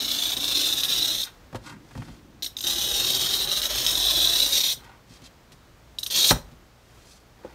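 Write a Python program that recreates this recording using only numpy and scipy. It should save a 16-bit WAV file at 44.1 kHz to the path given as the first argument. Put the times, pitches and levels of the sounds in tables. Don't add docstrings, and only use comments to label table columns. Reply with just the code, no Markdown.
import sys
import numpy as np
from scipy import signal
from scipy.fft import rfft, irfft
from scipy.io import wavfile
from scipy.ndimage import uniform_filter1d

SR = 44100
rng = np.random.default_rng(int(sys.argv[2]) if len(sys.argv) > 2 else 0)


def bounce(signal):
    frames = np.transpose(np.atleast_2d(signal))
    limited = np.clip(frames, -1, 1)
    pcm = np.round(limited * 32767).astype(np.int16)
    wavfile.write(sys.argv[1], SR, pcm)


N = 332514
TIME = np.arange(N) / SR

# f/Hz, level/dB
AIR_SPECTRUM = [(18, -46.5), (33, -2), (58, -1.5), (88, -3.5), (125, -4.5), (180, -8), (560, -13.5),
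                (1300, -17), (2700, -23.5), (3700, -24), (6500, -28.5), (10300, -36.5), (12500, -35),
                (15500, -35)]
# f/Hz, level/dB
HUM_PARTIALS = [(59.2, -62), (118.4, -65.5)]
# t/s, half length/s, level/dB, centre f/Hz,
# bandwidth/Hz
SWELLS = [(1.267, 0.033, -45.5, 1660, 2520), (1.681, 0.042, -46, 2560, 5360),
          (1.705, 0.056, -44.5, 1240, 1220), (1.712, 0.11, -46.5, 150, 170),
          (2.038, 0.16, -55.5, 2290, 5740), (2.167, 0.29, -51.5, 179, 170), (4.88, 0.088, -51, 1060, 1550),
          (5.141, 0.049, -53, 3880, 5000), (5.259, 0.018, -46, 3920, 4200), (5.533, 0.013, -58, 4500, 7000),
          (7.0, 0.21, -63.5, 2910, 7600), (7.12, 0.063, -56, 4670, 5500), (7.485, 0.09, -54, 600, 1400)]
# t/s, thud level/dB, clack level/dB, tick level/dB, clack cutoff f/Hz
KNOCKS = [(1.527, -41.5, -46, -58, 1400), (1.546, -37.5, -34.5, -51, 1280), (1.555, -44, -43, -46, 1490),
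          (1.909, -68, -52, -61.5, 2200), (1.951, -36.5, -45, -58, 1580), (1.975, -34, -45.5, -53, 915),
          (1.995, -37, -54, -73, 400), (2.019, -41, -44.5, -57, 1800), (2.083, -43, -49.5, -61, 1500),
          (4.767, -47, -54, -68, 400), (4.843, -61.5, -63, -56, 2000), (5.102, -47.5, -72, -70, 250),
          (5.218, -48, -60, -57, 300), (5.519, -58, -64, -54, 600), (6.308, -22, -18, -28, 1700),
          (6.358, -34.5, -38.5, -53, 700), (6.513, -47, -62.5, -62.5, 696), (7.447, -66, -35.5, -63, 590)]
# f/Hz, level/dB, T60/s
BENCH_MODES = [(49.4, -8.5, 0.27), (101.4, -2.5, 0.077), (111, -2.5, 0.18), (131, 0, 0.083),
               (156, -1.5, 0.13), (241.6, -6.5, 0.17), (264.6, -6.5, .1)]
# f/Hz, level/dB, T60/s
PANE_MODES = [(342, -6, 0.082), (378, 2.5, 0.069), (466, -26, 0.097), (529, 5.5, 0.081), (588, -0.5, 0.11),
              (640, 1, 0.025), (790, 3, 0.042), (887, 4, 0.088), (1167, -9, 0.065), (1640, -2, 0.1),
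              (1890, 0.5, 0.11), (1930, 2, 0.063)]
# start t/s, end t/s, slowing time/s, hiss level/dB, rolling level/dB, shudder level/dB,
# level of the ring's extra peak/dB, ring centre at the start f/Hz, at the end f/Hz
STROKES = [(0.0, 1.241, 0.12, -4.5, -14.5, -30, -10, 3690, 3720),
           (2.637, 4.732, 0.36, -2.5, -12, -22, -28, 3704, 3770),
           (6.101, 6.308, 0.006, -2, -17, -43, 0, 3760, 3850)]
# t/s, level/dB
PRESSURE_CURVES = [
    [(0, -26), (.42, -26.5), (.63, -23), (.78, -27), (.95, -22.5), (1.24, -28.5)],
    [(2.635, -28), (2.8, -28.5), (3.07, -24), (3.42, -26), (3.75, -26), (4.18, -22.5), (4.42, -24.5),
     (4.65, -23.5), (4.735, -28)],
    [(6.105, -29), (6.165, -19), (6.235, -18.5), (6.31, -14.5)],
]
# t/s, half length/s, ring change/dB, hiss change/dB
SKIDS = [(0.355, 0.01, -14, -11), (0.383, 0.011, -10, -6), (.745, 0.0062, -9, -6), (0.82, 0.0068, -22, -5),
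         (0.872, .013, -15, -5.5), (1.166, 0.0098, -4, -4), (2.75, 0.0083, -6, -4),
         (3.467, 0.014, -16, -12), (3.609, 0.0076, -19, -13), (3.686, 0.014, -12, -7),
         (4.49, 0.031, -6, -1.5), (6.28, 0.023, -4.5, 3.5)]
# t/s, level/dB
BIG_CHIPS = [(0.1149, -12), (0.236, -14.5), (0.3671, -16), (0.4428, -11.5), (0.6568, -16), (0.7256, -12.5),
             (0.8347, -9), (0.8898, -15), (0.9296, -16), (2.4237, -16.5), (2.4308, -18.5), (2.444, -14.5),
             (2.4623, -16.5), (2.5677, -20.5), (2.5865, -18.5), (2.6072, -16), (2.6267, -17), (2.669, -9.5),
             (2.6987, -11.5), (3.1484, -8.5), (3.474, -20), (3.6176, -12), (3.8649, -6), (4.2287, -16),
             (4.2476, -13), (5.9859, -17.5), (6.0308, -13.5), (6.0634, -14.5), (6.104, -28)]
# f/Hz, level/dB
ROLL_SPECTRUM = [(60, -17.5), (140, 5), (195, -3), (240, 2), (360, 5), (450, -0.5), (540, 2.5),
                 (1000, -1.5), (1500, 0), (1900, -0.5), (2200, -7), (3500, 1.5), (8000, -62)]
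# t/s, f/Hz
SPOT_RESONANCE = [(0, 243), (.45, 265), (.85, 350), (3.35, 350), (3.6, 620), (3.85, 650), (4.3, 670),
                  (4.74, 480), (6.1, 407)]
# f/Hz, level/dB
HISS_SPECTRUM = [(2000, -22.5), (3200, -10.5), (4200, -8), (4800, -7.5), (5700, -1.5), (6700, -5),
                 (7600, -13), (8500, -4.5), (9500, -6), (10500, -16.5), (11100, -13.5), (11800, -5.5),
                 (13500, -7), (15500, -13.5)]
# f/centre frequency, level/dB
RING_SPECTRUM = [(.4, -29), (.62, -21), (.78, -13.5), (.89, -4.5), (.97, 0.5), (1.06, 1), (1.141, -7),
                 (1.26, -13), (1.6, -10.5), (2.4, -31.5)]

USUAL_DB = -28
HISS_GROWTH, ROLL_GROWTH = 0.71, 0.58
SLOWING_DB = -10


def undb(db):
    return 10 ** (np.asarray(db) / 20)


def unit(x):
    return x / np.sqrt(np.mean(x ** 2))


def unit_attack(x):
    return x / np.sqrt(np.mean(x[:SR // 50] ** 2))


def fade(t60_s, size):
    return np.exp(-np.log(1000) * TIME[:size] / t60_s)


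def swell(s, half_s):
    return np.exp(-((TIME - s) / half_s) ** 2)


def curve(points, s):
    return np.interp(s, *np.transpose(points))


def walk(rate):
    step = int(SR / rate)
    held = np.repeat(rng.standard_normal(N // step + 1), step)
    return unit(uniform_filter1d(held, step)[:N])


def add(out, s, x):
    i = max(int(s * SR), 0)
    out[i:i + len(x)] += x[:N - i]


def convolve(x, response):
    return signal.fftconvolve(x, response)[:len(x)]


def band(x, hz, width_hz):
    return signal.lfilter(*signal.iirpeak(hz, hz / width_hz, fs=SR), x)


def cut(x, order, hz, kind="low"):
    return signal.sosfilt(signal.butter(order, hz, kind, fs=SR, output="sos"), x)


def colour(points, size=4096):
    hz, db = np.transpose(points)
    bins_hz = np.fft.rfftfreq(size, 1 / SR)
    gain = undb(np.interp(np.log(bins_hz + 1), np.log(hz), db))
    cepstrum = irfft(np.log(gain))[:size // 2]
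    cepstrum[1:] *= 2
    response = irfft(np.exp(rfft(cepstrum, size)))
    return response / np.linalg.norm(response)


def scatter(t60_s, rise_s, even_hz, size=4096):
    build_up = 1 - np.exp(-TIME[:size] / rise_s)
    spectrum = rfft(rng.standard_normal(size) * fade(t60_s, size) * build_up)
    spectrum /= np.sqrt(uniform_filter1d(abs(spectrum) ** 2, int(even_hz * size / SR) + 1))
    return irfft(spectrum) * np.cos(np.linspace(0, np.pi / 2, size)) ** 2


def impulses(rate, bite, spread_db=3, steady_s=0.042):
    events = rng.random(N) < rate / SR
    force = events * undb(spread_db * rng.standard_normal(N)) * rng.choice([-1, 1], N) * bite
    power = uniform_filter1d(force ** 2, int(steady_s * SR))
    return force / np.sqrt(np.maximum(power, 1e-9))


def workshop_background():
    air = unit(convolve(rng.standard_normal(N), colour(AIR_SPECTRUM)))
    air *= undb(-53.5 + walk(rate=7.8))
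    hum = sum(undb(db) * np.sqrt(2) * np.sin(2 * np.pi * (hz * TIME + rng.random()))
              for hz, db in HUM_PARTIALS)
    return air + hum


def room_echo(x, size=26000):
    noise = rng.standard_normal((2, size)) * (1 - np.exp(-TIME[:size] / 0.017)) / np.sqrt(SR)
    low = cut(noise[0], 2, 1500) * fade(t60_s=0.25, size=size)
    high = cut(noise[1], 2, 1500, "high") * fade(t60_s=0.21, size=size)
    return convolve(x, undb(8) * (low + high))


def bench_rumble(load_gain):
    shudder = band(band(rng.standard_normal(N), hz=48.9, width_hz=15), hz=50.3, width_hz=47)
    sway = np.zeros(N)
    rise = np.minimum(TIME / 0.03, 1)
    add(sway, STROKES[-1][1], undb(-31) * rise * fade(t60_s=0.42, size=N))
    return unit(shudder) * (load_gain + sway)


def rubs_and_drags():
    out = np.zeros(N)
    crackle = impulses(rate=2300, bite=undb(3.1 * walk(rate=310)))
    grain = convolve(crackle, scatter(t60_s=0.047, rise_s=0.00045, even_hz=500))
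    for s, half_s, db, hz, width_hz in SWELLS:
        noise = band(band(grain, hz, width_hz), hz, width_hz)
        out += undb(db) * swell(s, half_s) * unit(noise)
    return out


def modes(table, size):
    out = np.zeros(size)
    for hz, db, t60_s in table:
        amplitude = undb(db) * rng.choice([-1, 1])
        detuned_hz = hz * (1 + 0.0146 * rng.standard_normal())
        out += amplitude * np.sin(2 * np.pi * detuned_hz * TIME[:size]) * fade(t60_s, size)
    return out


def knocks(size=40000):
    out = np.zeros(N)
    inertia = 1 - np.exp(-TIME[:size] / 0.0093)
    for s, thud_db, clack_db, tick_db, cutoff_hz in KNOCKS:
        thud = modes(BENCH_MODES, size) * inertia
        crack = band(scatter(t60_s=0.061, rise_s=0.0013, even_hz=320, size=size), hz=734, width_hz=4800)
        pane = undb(-8.5) * unit_attack(modes(PANE_MODES, size))
        clack = cut(pane + unit_attack(crack), 3, cutoff_hz)
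        tick = band(scatter(t60_s=0.065, rise_s=0.0008, even_hz=900, size=size), hz=3280, width_hz=2800)
        for db, part in (thud_db, thud), (clack_db, clack), (tick_db, tick):
            add(out, s, undb(db) * unit_attack(part))
    return out


def pane_roll(s):
    response = convolve(scatter(t60_s=0.081, rise_s=0.00089, even_hz=110), colour(ROLL_SPECTRUM))
    return response + undb(0.5) * band(response, curve(SPOT_RESONANCE, s), width_hz=52)


def pane_hiss(s, lag_samples=52):
    spread = scatter(t60_s=0.1, rise_s=0.0007, even_hz=403)
    return convolve(np.pad(spread, (lag_samples, 0)), colour(HISS_SPECTRUM))


def pane_ring(s):
    nearest = min(STROKES, key=lambda stroke: max(stroke[0] - s, s - stroke[1]))
    start, end, *_, peak_db, from_hz, to_hz = nearest
    centre_hz = np.interp(s, [start, end], [from_hz, to_hz]) * (1 + 0.008 * rng.standard_normal())
    waves = scatter(t60_s=0.02, rise_s=0.00028, even_hz=250)
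    waves[0] += 0.6
    response = convolve(waves, colour(np.array(RING_SPECTRUM) * [centre_hz, 1]))
    response += undb(peak_db) * band(response, centre_hz, width_hz=330)
    return response / np.linalg.norm(response)


def travel(force, response_at, spots=40):
    out, hop = np.zeros(N), N // spots
    for start in range(-hop, N - 1, hop):
        i = np.arange(max(start, 0), min(start + 2 * hop, N))
        part = force[i] * np.sin(np.pi * (i - start) / (2 * hop))
        if part.any():
            add(out, i[0] / SR, signal.fftconvolve(part, response_at((start + hop) / SR)))
    return out


def hand_pressure():
    gains = np.zeros((4, N))
    skid_ring = sum(db * swell(s, half_s) for s, half_s, db, _ in SKIDS)
    skid_hiss = sum(db * swell(s, half_s) for s, half_s, _, db in SKIDS)
    for stroke, pressure in zip(STROKES, PRESSURE_CURVES):
        start, end, slowing_s, hiss_db, roll_db, shudder_db, *_ = stroke
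        extra_db = curve(pressure, TIME) - USUAL_DB
        slowing_db = SLOWING_DB * np.clip(1 - (end - TIME) / slowing_s, 0, 1)
        levels = np.array([extra_db + skid_ring,
                           hiss_db + HISS_GROWTH * extra_db + skid_hiss,
                           roll_db + ROLL_GROWTH * extra_db + slowing_db,
                           shudder_db + extra_db + slowing_db])
        touching = (TIME >= start) & (TIME <= end)
        gains[:, touching] = undb(USUAL_DB + levels[:, touching])
    return gains


def big_chips(size=600):
    force = np.zeros(N)
    for s, db in BIG_CHIPS:
        crumble = rng.standard_normal(size) * fade(t60_s=0.012, size=size)
        chip = undb(-1.5) * crumble / np.linalg.norm(crumble)
        chip[0] += 1
        add(force, s, undb(db - 4.5) * chip)
    return force


def scoring(ring_gain, hiss_gain, roll_gain):
    bite = walk(rate=130)
    grip = undb(1.03 * walk(rate=25))
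    coarse = impulses(rate=1000, bite=undb(1.86 * bite))
    fine = impulses(rate=6000, bite=undb(3.26 * bite))
    big = big_chips()
    ring_force = (undb(-1.5) * coarse + undb(-6.5) * fine) * ring_gain * grip + undb(15) * big
    hiss_force = (undb(-8.5) * coarse + undb(-2.5) * fine) * hiss_gain * grip + undb(11) * big
    roll_force = fine * roll_gain + undb(-7) * big
    return travel(ring_force, pane_ring), travel(hiss_force, pane_hiss) + travel(roll_force, pane_roll)


def scene():
    ring_gain, hiss_gain, roll_gain, load_gain = hand_pressure()
    ring, crushing = scoring(ring_gain, hiss_gain, roll_gain)
    rest = crushing + knocks() + rubs_and_drags()
    echo = room_echo(undb(-1) * ring + rest)
    mono = ring + rest + echo + bench_rumble(load_gain) + workshop_background()
    return np.array([mono, mono])


def record(dry):
    lean = cut(dry, 4, 32, "high")
    return signal.sosfilt(signal.ellip(10, 0.2, 80, 15600, fs=SR, output="sos"), lean)


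dry = scene()
out = record(dry)
bounce(out)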